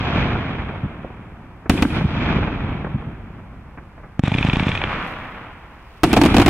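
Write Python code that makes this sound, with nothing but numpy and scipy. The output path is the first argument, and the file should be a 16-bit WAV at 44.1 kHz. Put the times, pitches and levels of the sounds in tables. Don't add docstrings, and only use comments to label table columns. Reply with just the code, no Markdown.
import sys
import numpy as np
from scipy import signal
from scipy.fft import rfft, irfft, next_fast_len
from scipy.io import wavfile
from scipy.ndimage import uniform_filter1d

SR = 44100
rng = np.random.default_rng(int(sys.argv[2]) if len(sys.argv) > 2 else 0)


def inscribe(sig):
    pcm = np.round(np.clip(np.atleast_2d(sig).T, -1, 1) * 32767)
    wavfile.write(sys.argv[1], SR, pcm.astype(np.int16))


N = 286209


def gain_of(db):
    return 10 ** (np.asarray(db) / 20)


def unit_rms(x):
    return x / np.sqrt(np.mean(x ** 2) + 1e-20)


def curve_at(points, hz):
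    points_hz, values = np.transpose(points)
    return np.interp(np.log(hz + 1), np.log(points_hz + 1), values)


def clock(length_s):
    return np.arange(int(length_s * SR)) / SR


def add(mix, start_s, sound):
    at = round(start_s * SR)
    sound = sound[..., max(-at, 0):]
    part = mix[:, max(at, 0):][:, :sound.shape[-1]]
    part += sound[..., :part.shape[1]]


def lowpass(x, hz, order=2):
    return signal.sosfilt(signal.butter(order, hz, fs=SR, output="sos"), x)


# frequency in Hz, left-right correlation.
STEREO_CORRELATION = [(25, .975), (100, .993), (300, 0.99), (550, 0.96), (1000, 0.9), (2000, 0.69),
                      (2600, .6), (3400, -.4), (4700, -.55), (7000, 0.03)]


def scatter(spectrum, samples, grain_db=0, width_db=0):
    length = next_fast_len(samples, True)
    grains = gain_of(grain_db * np.minimum(rng.standard_normal(length // 64 + 1), 2))
    envelope = unit_rms(np.repeat(grains, 64)[:length])
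    mid, side = rfft(rng.standard_normal((2, length)) * envelope)
    hz = np.fft.rfftfreq(length, 1 / SR)
    correlation = curve_at(STEREO_CORRELATION, hz)
    side = side * np.sqrt((1 - correlation) / (1 + correlation)) * gain_of(width_db)
    colour = gain_of(curve_at(spectrum, hz)) * np.sqrt(SR / 2)
    return irfft(np.array([mid + side, mid - side]) * colour, length)[:, :samples]


def belt_level_db(belts, delay_s, hz, split_hz=480):
    treble = (hz ** 2 / (hz ** 2 + split_hz ** 2))[:, None]
    power = 0
    for peak_s, bass_db, treble_db, rise_db, fall_db in belts:
        doublings = np.log2(np.maximum(delay_s, 1e-3) / peak_s)
        swell_db = np.minimum(rise_db * doublings, -fall_db * doublings)
        power = power + gain_of((1 - treble) * bass_db + treble * treble_db + swell_db) ** 2
    return 10 * np.log10(power + 1e-20)


def rolling_echo(spectrum, belts, length_s, grain_db, clump_db, width_db):
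    t = clock(length_s)
    hz, delay_s, frames = signal.stft(scatter(spectrum, len(t), grain_db, width_db), SR, nperseg=512)
    clumps = unit_rms(uniform_filter1d(rng.standard_normal(len(delay_s)), size=4))
    air_db_per_s = 1.79 * (np.minimum(hz[:, None], 4780) / 1000) ** 1.425
    frames *= gain_of(belt_level_db(belts, delay_s, hz) + clump_db * clumps - air_db_per_s * delay_s)
    echo = signal.istft(frames, SR, nperseg=512)[1][:, :len(t)]
    return echo * (1 - np.exp(-t / 0.0045))


# start in seconds, blast in dB, nominal ring pitch in Hz, ring length in seconds,
# push in dB re blast, front in dB, crack in dB, crack length in seconds, near scatter in dB,
# echo treble in dB, echo bass in dB.
BURSTS = [(-.413, 4, 240, .009, -8, 0, -2, .008, 6.8, 2.5, 1.8),
          (1.6963, 6, 234, 0.0075, -9, 1, 0, 0.0072, 6.5, 0.5, 3),
          (1.823, 1, 248, 0.0071, -10, -10, -2.5, 0.0076, -1, -19, -7),
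          (6.0341, 4.5, 306, 0.0082, -5, 3, -2, 0.0074, 7.5, 3.5, 4),
          (6.0398, 2, 306, 0.01, -9, 7.5, -2, 0.0083, -5, -22, -17),
          (6.1307, 3, 276, 0.0061, -14, 10, -3, 0.01, 3, -2, -1.5),
          (6.164, -12, 483, 0.006, -12, -10, -9, 0.0043, 1, -12, -9),
          (6.1671, 1, 674, 0.0075, -11, -14, -0.5, .009, -3, -17, -13),
          (6.173, 1, 237, 0.0091, -14, -12, -5.5, 0.0072, -1, -18, -16),
          (6.2148, 5, 292, 0.01, -14, 0, 0, 0.0072, 0.5, -11, -8),
          (6.236, 3, 298, 0.0087, -14, -4, -2, 0.0075, -1, -12, -12),
          (6.252, 3.5, 232, .011, -14, -4, -5, 0.0086, -6.5, -14, -18),
          (6.259, 4, 302, 0.0086, -12, -8, -4.5, 0.0088, 3.5, -12, -6),
          (6.3438, -11, 241, .005, -6, -14, -6, .005, -2, -17, -14),
          (6.347, 4, 260, 0.0079, -8, -19, -5, 0.0063, 0, -16, -9),
          (6.366, -2, 281, .009, -12, -3, 0, 0.0076, -4, -9, -8),
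          (6.382, 4.5, 236, 0.011, -15, -16, -0.5, 0.0093, 1.5, -6, 0),
          (6.3982, 6, 312, 0.0088, -11, -6, -0.5, 0.008, 2, -12, -10),
          (6.416, -0.5, 328, 0.01, -7, -4, -3.5, 0.0094, -5, -20, -18),
          (6.462, 3, 284, 0.0093, -13, 6, -0.5, 0.0081, -8, -18, -20),
          (6.4793, 1, 331, 0.0068, -10, -6, -2.5, .009, -5, -16, -16)]
# frequency in Hz, relative density in dB.
CRACK_SPECTRUM = [(60, -33), (300, 3), (450, 4), (580, -3.5), (700, 8.5), (1000, -2.5), (1300, -2),
                  (1800, -8.5), (2500, -4.5), (3300, -13.5), (4500, -20.5), (8000, -28.5), (15000, -38)]
NEAR_SPECTRUM = [(40, -62), (90, -43.5), (190, -44), (320, -43), (430, -52.5), (570, -62), (1200, -66),
                 (2600, -68.5), (4200, -81), (6500, -86.5), (10000, -84), (15000, -101)]
ROLL_SPECTRUM = [(25, -53), (50, -41), (100, -40.5), (170, -41.5), (260, -45.5), (370, -51), (480, -56.5),
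                 (700, -54.5), (1300, -56), (2000, -59), (2430, -55), (2850, -63.5), (3200, -62.5),
                 (4300, -76), (6500, -86), (9000, -108), (13000, -140)]
# peak delay in seconds, bass in dB, treble in dB,
# rise and fall in dB per doubling of delay.
BURST_BELTS = [(.02, -1, -25.5, 4, 4.7), (.1, -1, -3.5, 13, 21), (.29, 0.5, 0.5, 24, 51),
               (.61, 1.5, 3.5, 16.6, 17.6)]


def shell_bursts(front_s=0.00049, front_decay_s=0.00056, sag_s=0.034, push_s=0.014, near_t60_s=0.74):
    out, t = np.zeros((2, N)), clock(0.44)
    front = -(1 - t / front_s) * np.exp(-t / front_decay_s)
    for (start_s, blast_db, ring_hz, ring_s, push_db, front_db,
         crack_db, crack_s, near_db, treble_db, bass_db) in BURSTS:
        cycles = np.cumsum(ring_hz * (0.916 + 0.095 * np.exp(-t / sag_s))) / SR
        ring = -np.sin(2 * np.pi * cycles) * np.exp(-(t / ring_s) ** 3)
        push_hz = 0.38 * ring_hz
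        push = -np.sin(2 * np.pi * push_hz * t) * np.exp(-(t / push_s) ** 2) * gain_of(push_db)
        crack = unit_rms(scatter(CRACK_SPECTRUM, len(t), grain_db=1.5, width_db=-2.5))
        crack *= gain_of(crack_db) * (1 - np.exp(-t / 0.00034)) * np.exp(-(t / crack_s) ** 1.2)
        near = scatter(NEAR_SPECTRUM, len(t), grain_db=1) * gain_of(near_db - 60 * t / near_t60_s)
        add(out, start_s, gain_of(blast_db) * (ring + push) + gain_of(front_db) * front + crack + near)
        add(out, start_s + NEAR_WALL_DELAY_S, gain_of(near_db - 19) * wall_slap(stretch=2.7))
        roll_s = min(3.6, N / SR - start_s + 0.11)
        belts = np.add(BURST_BELTS, [0, bass_db, treble_db, 0, 0])
        roll = rolling_echo(ROLL_SPECTRUM, belts, roll_s, grain_db=1.8, clump_db=0.5, width_db=2)
        add(out, start_s, roll)
    return out


# frequency in Hz, density in dB.
NIGHT_SPECTRUM = [(25, -65.5), (50, -61), (90, -67.5), (160, -75.5), (400, -84), (1000, -81), (2400, -90.5),
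                  (4000, -111), (7000, -116), (11000, -118), (15000, -123)]


def night_air():
    return scatter(NIGHT_SPECTRUM, N)


# frequency in Hz, relative density in dB.
POP_SPECTRUM = [(100, 12.5), (600, 5), (1400, 2.5), (2600, -9.5), (3600, -33.5), (6000, -42),
                (12000, -79.5)]


def echo_pop(t60_s, top_hz):
    t = clock(0.085)
    envelope = gain_of(-60 * t / t60_s) * (1 - np.exp(-t / (0.037 * t60_s)))
    return lowpass(unit_rms(scatter(POP_SPECTRUM, len(t))) * envelope, top_hz, order=6)


# start in seconds, level in dB, T60 in seconds, cutoff in Hz.
FAR_SLAPS = [(.075, -17, .05, 2800), (.153, -9, .05, 2800), (.197, -8, 0.045, 450),
             (.256, -14.5, .025, 3200), (.316, -12, 0.06, 1800), (.35, -13.5, 0.087, 2000),
             (.605, -26, 0.045, 2900), (.69, -24, 0.072, 2400), (.735, -20, .05, 1100),
             (.755, -22, 0.051, 1900), (.853, -15.5, 0.044, 330), (1.042, -18.5, 0.044, 945),
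             (1.1, -24, 0.041, 1100), (1.656, -23, .06, 2400), (1.8508, -5.5, 0.018, 2420),
             (1.93, -20, 0.037, 2800), (2.007, -13, 0.073, 2799), (2.15, -19, .05, 2000),
             (2.218, -19, .06, 3000), (2.288, -8, .05, 2900), (2.307, -9, .05, 450),
             (2.353, -14, 0.056, 1600), (2.382, -9, .045, 600), (2.427, -9, .045, 1800),
             (2.473, -11, 0.069, 2900), (2.844, -17, 0.042, 2900), (2.866, -19.5, 0.048, 2000),
             (3.022, -26, 0.044, 1500), (3.773, -26.5, 0.091, 2800), (3.977, -29.5, 0.044, 2400),
             (4, -34, 0.042, 2400), (4.03, -31.5, 0.14, 2200), (6.188, 0, .03, 1200),
             (6.285, -6, .029, 1700)]


def far_slaps():
    out = np.zeros((2, N))
    for start_s, level_db, t60_s, top_hz in FAR_SLAPS:
        add(out, start_s, gain_of(level_db) * echo_pop(t60_s, top_hz))
    return out


# delay in seconds, level in dB re the burst's echo bass, pitch in Hz.
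FAR_THUMPS = [(.152, -8.5, 264), (.24, -15.5, 92), (.314, -10, 129), (.344, -10.5, 180), (.353, -7.5, 96),
              (.66, -12.5, 168), (1.246, -15, 129.5), (1.257, -20, 190)]


def far_thumps():
    out, t = np.zeros((2, N)), clock(0.015)
    for delay_s, level_db, hz in FAR_THUMPS:
        thump = np.sin(2 * np.pi * hz * t) * signal.windows.tukey(len(t), 0.5)
        for start_s, *_, bass_db in BURSTS:
            add(out, start_s + delay_s, gain_of(level_db + bass_db) * thump)
    return out


NEAR_WALL_DELAY_S, MAIN_WALL_DELAY_S, FAR_WALL_DELAY_S = 0.0805, 0.1478, 0.249
# nominal pitch in Hz, nominal T60 in seconds, relative level in dB.
WALL_MODES = [(507, 0.0062, -7), (914, 0.016, -2), (1240, 0.0078, -15), (1870, 0.0097, -2.5),
              (2452, 0.023, 2.5), (2680, 0.014, 0), (3140, 0.015, -7), (3420, 0.025, -6)]
# frequency in Hz, relative density in dB.
TICK_SPECTRUM = [(800, -27), (2400, -5), (3600, 3), (4500, -16), (6500, -20), (9000, -38), (14000, -70)]


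def wall_slap(stretch=1, phase_spread_rad=1.6, tick_t60_s=0.011):
    t = clock(0.054)
    ring = np.zeros((2, len(t)))
    for hz, t60_s, level_db in WALL_MODES:
        phase_rad = rng.normal(0, phase_spread_rad) + np.array([[-0.5], [0.5]]) * hz / 3400
        decay_db = 60 * t / (t60_s * stretch * rng.uniform(0.68, 1.57))
        detuned_hz = hz * rng.uniform(0.94, 1.015)
        ring += gain_of(level_db - decay_db) * np.sin(2 * np.pi * detuned_hz * t + phase_rad)
    ring = lowpass(ring * (1 - np.exp(-t / 0.0002)), hz=4600, order=4)
    tick = unit_rms(scatter(TICK_SPECTRUM, len(t), width_db=2)) * gain_of(-14 - 60 * t / tick_t60_s)
    return unit_rms(ring) * gain_of(-19.5) + lowpass(tick, hz=6000, order=6)


# start in seconds, then thud, snap, wall slap, wall pop and far echo in dB.
LIFT_CHARGES = [(4.1941, -3.5, -17, -6, -20, 2), (4.237, -1, -14.5, -3.5, -22, -2),
                (4.28, -4.5, -14.5, -4, -17, -3), (4.3208, -5.5, -18, -9.5, -19, 0),
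                (4.3502, -4, -20, -5, -14, -2), (4.3839, -5.5, -26, -6, -8.5, 1.5),
                (4.4098, -6.5, -21, -7.5, -14, -0.5), (4.449, -1, -16, -4.5, -16, -9),
                (4.487, -3, -22, -12.5, -20, -1.5), (4.535, -3.5, -14, -7, -13, -2),
                (4.5693, -3.5, -15, -7.5, -17, 1.5), (4.6043, -5.5, -23, -7.5, -22, 3),
                (4.6273, -6.5, -24, -8.5, -21, 0), (4.668, -2, -24, -8, -11, 4.5),
                (4.691, -9.5, -14.5, -7, -4.5, 4)]


def lift_charges(pulse_s=0.0027, low_ring_hz=255, low_ring_s=0.012, snap_t60_s=0.017):
    out, t = np.zeros((2, N)), clock(0.046)
    age = t / pulse_s
    swing = -np.sin(np.pi * age / (1 + 0.11 * np.minimum(age, 3)) + 0.35)
    pulse = 1.12 * lowpass(swing * np.exp(-(age / 2.15) ** 2), hz=2180)
    low_ring = -np.sin(2 * np.pi * low_ring_hz * t) * np.exp(-(t / low_ring_s) ** 2) * gain_of(-15.5)
    for start_s, thud_db, snap_db, slap_db, pop_db, _ in LIFT_CHARGES:
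        snap = unit_rms(scatter(CRACK_SPECTRUM, len(t), width_db=-6.5))
        snap = lowpass(snap * gain_of(snap_db - 60 * t / snap_t60_s), hz=9000, order=4)
        add(out, start_s, gain_of(thud_db) * (pulse + low_ring) + snap)
        near_db = -9 - 68 * (start_s - LIFT_CHARGES[0][0])
        add(out, start_s + NEAR_WALL_DELAY_S, gain_of(near_db) * echo_pop(t60_s=0.014, top_hz=3400))
        add(out, start_s + NEAR_WALL_DELAY_S, gain_of(near_db - 3) * wall_slap())
        add(out, start_s + MAIN_WALL_DELAY_S, gain_of(slap_db) * wall_slap())
        add(out, start_s + MAIN_WALL_DELAY_S, gain_of(pop_db) * echo_pop(t60_s=0.021, top_hz=3800))
        add(out, start_s + FAR_WALL_DELAY_S, gain_of(slap_db - 15.5) * wall_slap())
    return out


# frequency in Hz, relative density in dB.
LIFT_NEAR_SPECTRUM = [(25, -58), (50, -51), (90, -50), (270, -58.5), (400, -70), (800, -67.5),
                      (1300, -68.5), (2000, -66), (2450, -62.5), (2850, -69), (3550, -68), (4300, -86),
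                      (6000, -87), (10000, -100), (13000, -122)]
LIFT_FAR_SPECTRUM = [(25, -65), (80, -66.5), (200, -65), (400, -72), (700, -67.5), (1150, -63.5),
                     (1800, -67), (2400, -66.5), (3300, -76), (4300, -88.5), (6000, -98.5), (12000, -115)]
# peak delay in seconds, bass in dB, treble in dB,
# rise and fall in dB per doubling of delay.
NEAR_BELTS = [(.062, 3.5, 3.5, 20, 13), (.19, 2, -14, 10, 26)]
FAR_BELTS = [(.24, 7.5, 2.5, 27.5, 12.4), (.72, -13.5, -13, 30, 25.4)]


def lift_echoes(patterns=3):
    out = np.zeros((2, N))
    for k in range(patterns):
        near = rolling_echo(LIFT_NEAR_SPECTRUM, NEAR_BELTS, 1.0, grain_db=2.5, clump_db=3, width_db=-7)
        far = rolling_echo(LIFT_FAR_SPECTRUM, FAR_BELTS, 2.2, grain_db=4, clump_db=0.7, width_db=-0.5)
        for start_s, *_, far_db in LIFT_CHARGES[k::patterns]:
            add(out, start_s, near)
            add(out, start_s, gain_of(far_db) * far)
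    return out


# frequency in Hz, relative density in dB.
TAIL_SPECTRUM = [(1200, -100), (2600, -88.5), (4200, -102), (7000, -110), (15000, -112)]
# time in seconds, level in dB.
TAIL_ENVELOPE = [(4.94, -13), (5.08, 7), (5.16, -1), (5.48, -7), (5.8, -5), (6.02, -0.5)]


def burning_tails():
    level_db = np.interp(np.arange(N) / SR, *np.transpose(TAIL_ENVELOPE), left=-np.inf)
    return gain_of(level_db) * scatter(TAIL_SPECTRUM, N, grain_db=3.5)


def scene():
    mix = shell_bursts() + night_air() + far_slaps() + far_thumps()
    mix += lift_charges() + lift_echoes() + burning_tails()
    return mix * gain_of([[-0.2], [0.2]])


def gain_control(x, threshold_db=-11.05, max_cut_db=4.5, recovery_db_per_s=22):
    over_db = np.clip(20 * np.log10(abs(x).max(0) + 1e-9) - threshold_db, 0, max_cut_db)
    recovery_db = np.arange(N) * recovery_db_per_s / SR
    cut_db = np.maximum.accumulate(over_db + recovery_db) - recovery_db
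    return x * gain_of(-lowpass(cut_db, hz=49.7, order=1))


def limiter(x, release_s=0.02):
    overload = (abs(x).max(0) > 0.6).astype(float)
    held = np.clip(signal.lfilter([0.16], [1, -np.exp(-1 / (release_s * SR))], overload), 0, 1)
    ceiling = 0.5 + 0.12 * (1 - held)
    flat = x / (1 + (x / ceiling) ** 10) ** (1 / 10)
    excess = x - flat
    excess_treble = excess - lowpass(excess, hz=2500, order=1)
    return flat + 0.062 * excess + 0.21 * excess_treble


def record(dry):
    highpassed = signal.sosfilt(signal.butter(2, 20, "highpass", fs=SR, output="sos"), dry)
    limited = limiter(gain_control(highpassed))
    band_limit = signal.firwin(255, 15900, window=("kaiser", 9), fs=SR)
    return signal.oaconvolve(limited, band_limit[None], "same", axes=1)


dry = scene()
out = record(dry)
inscribe(out)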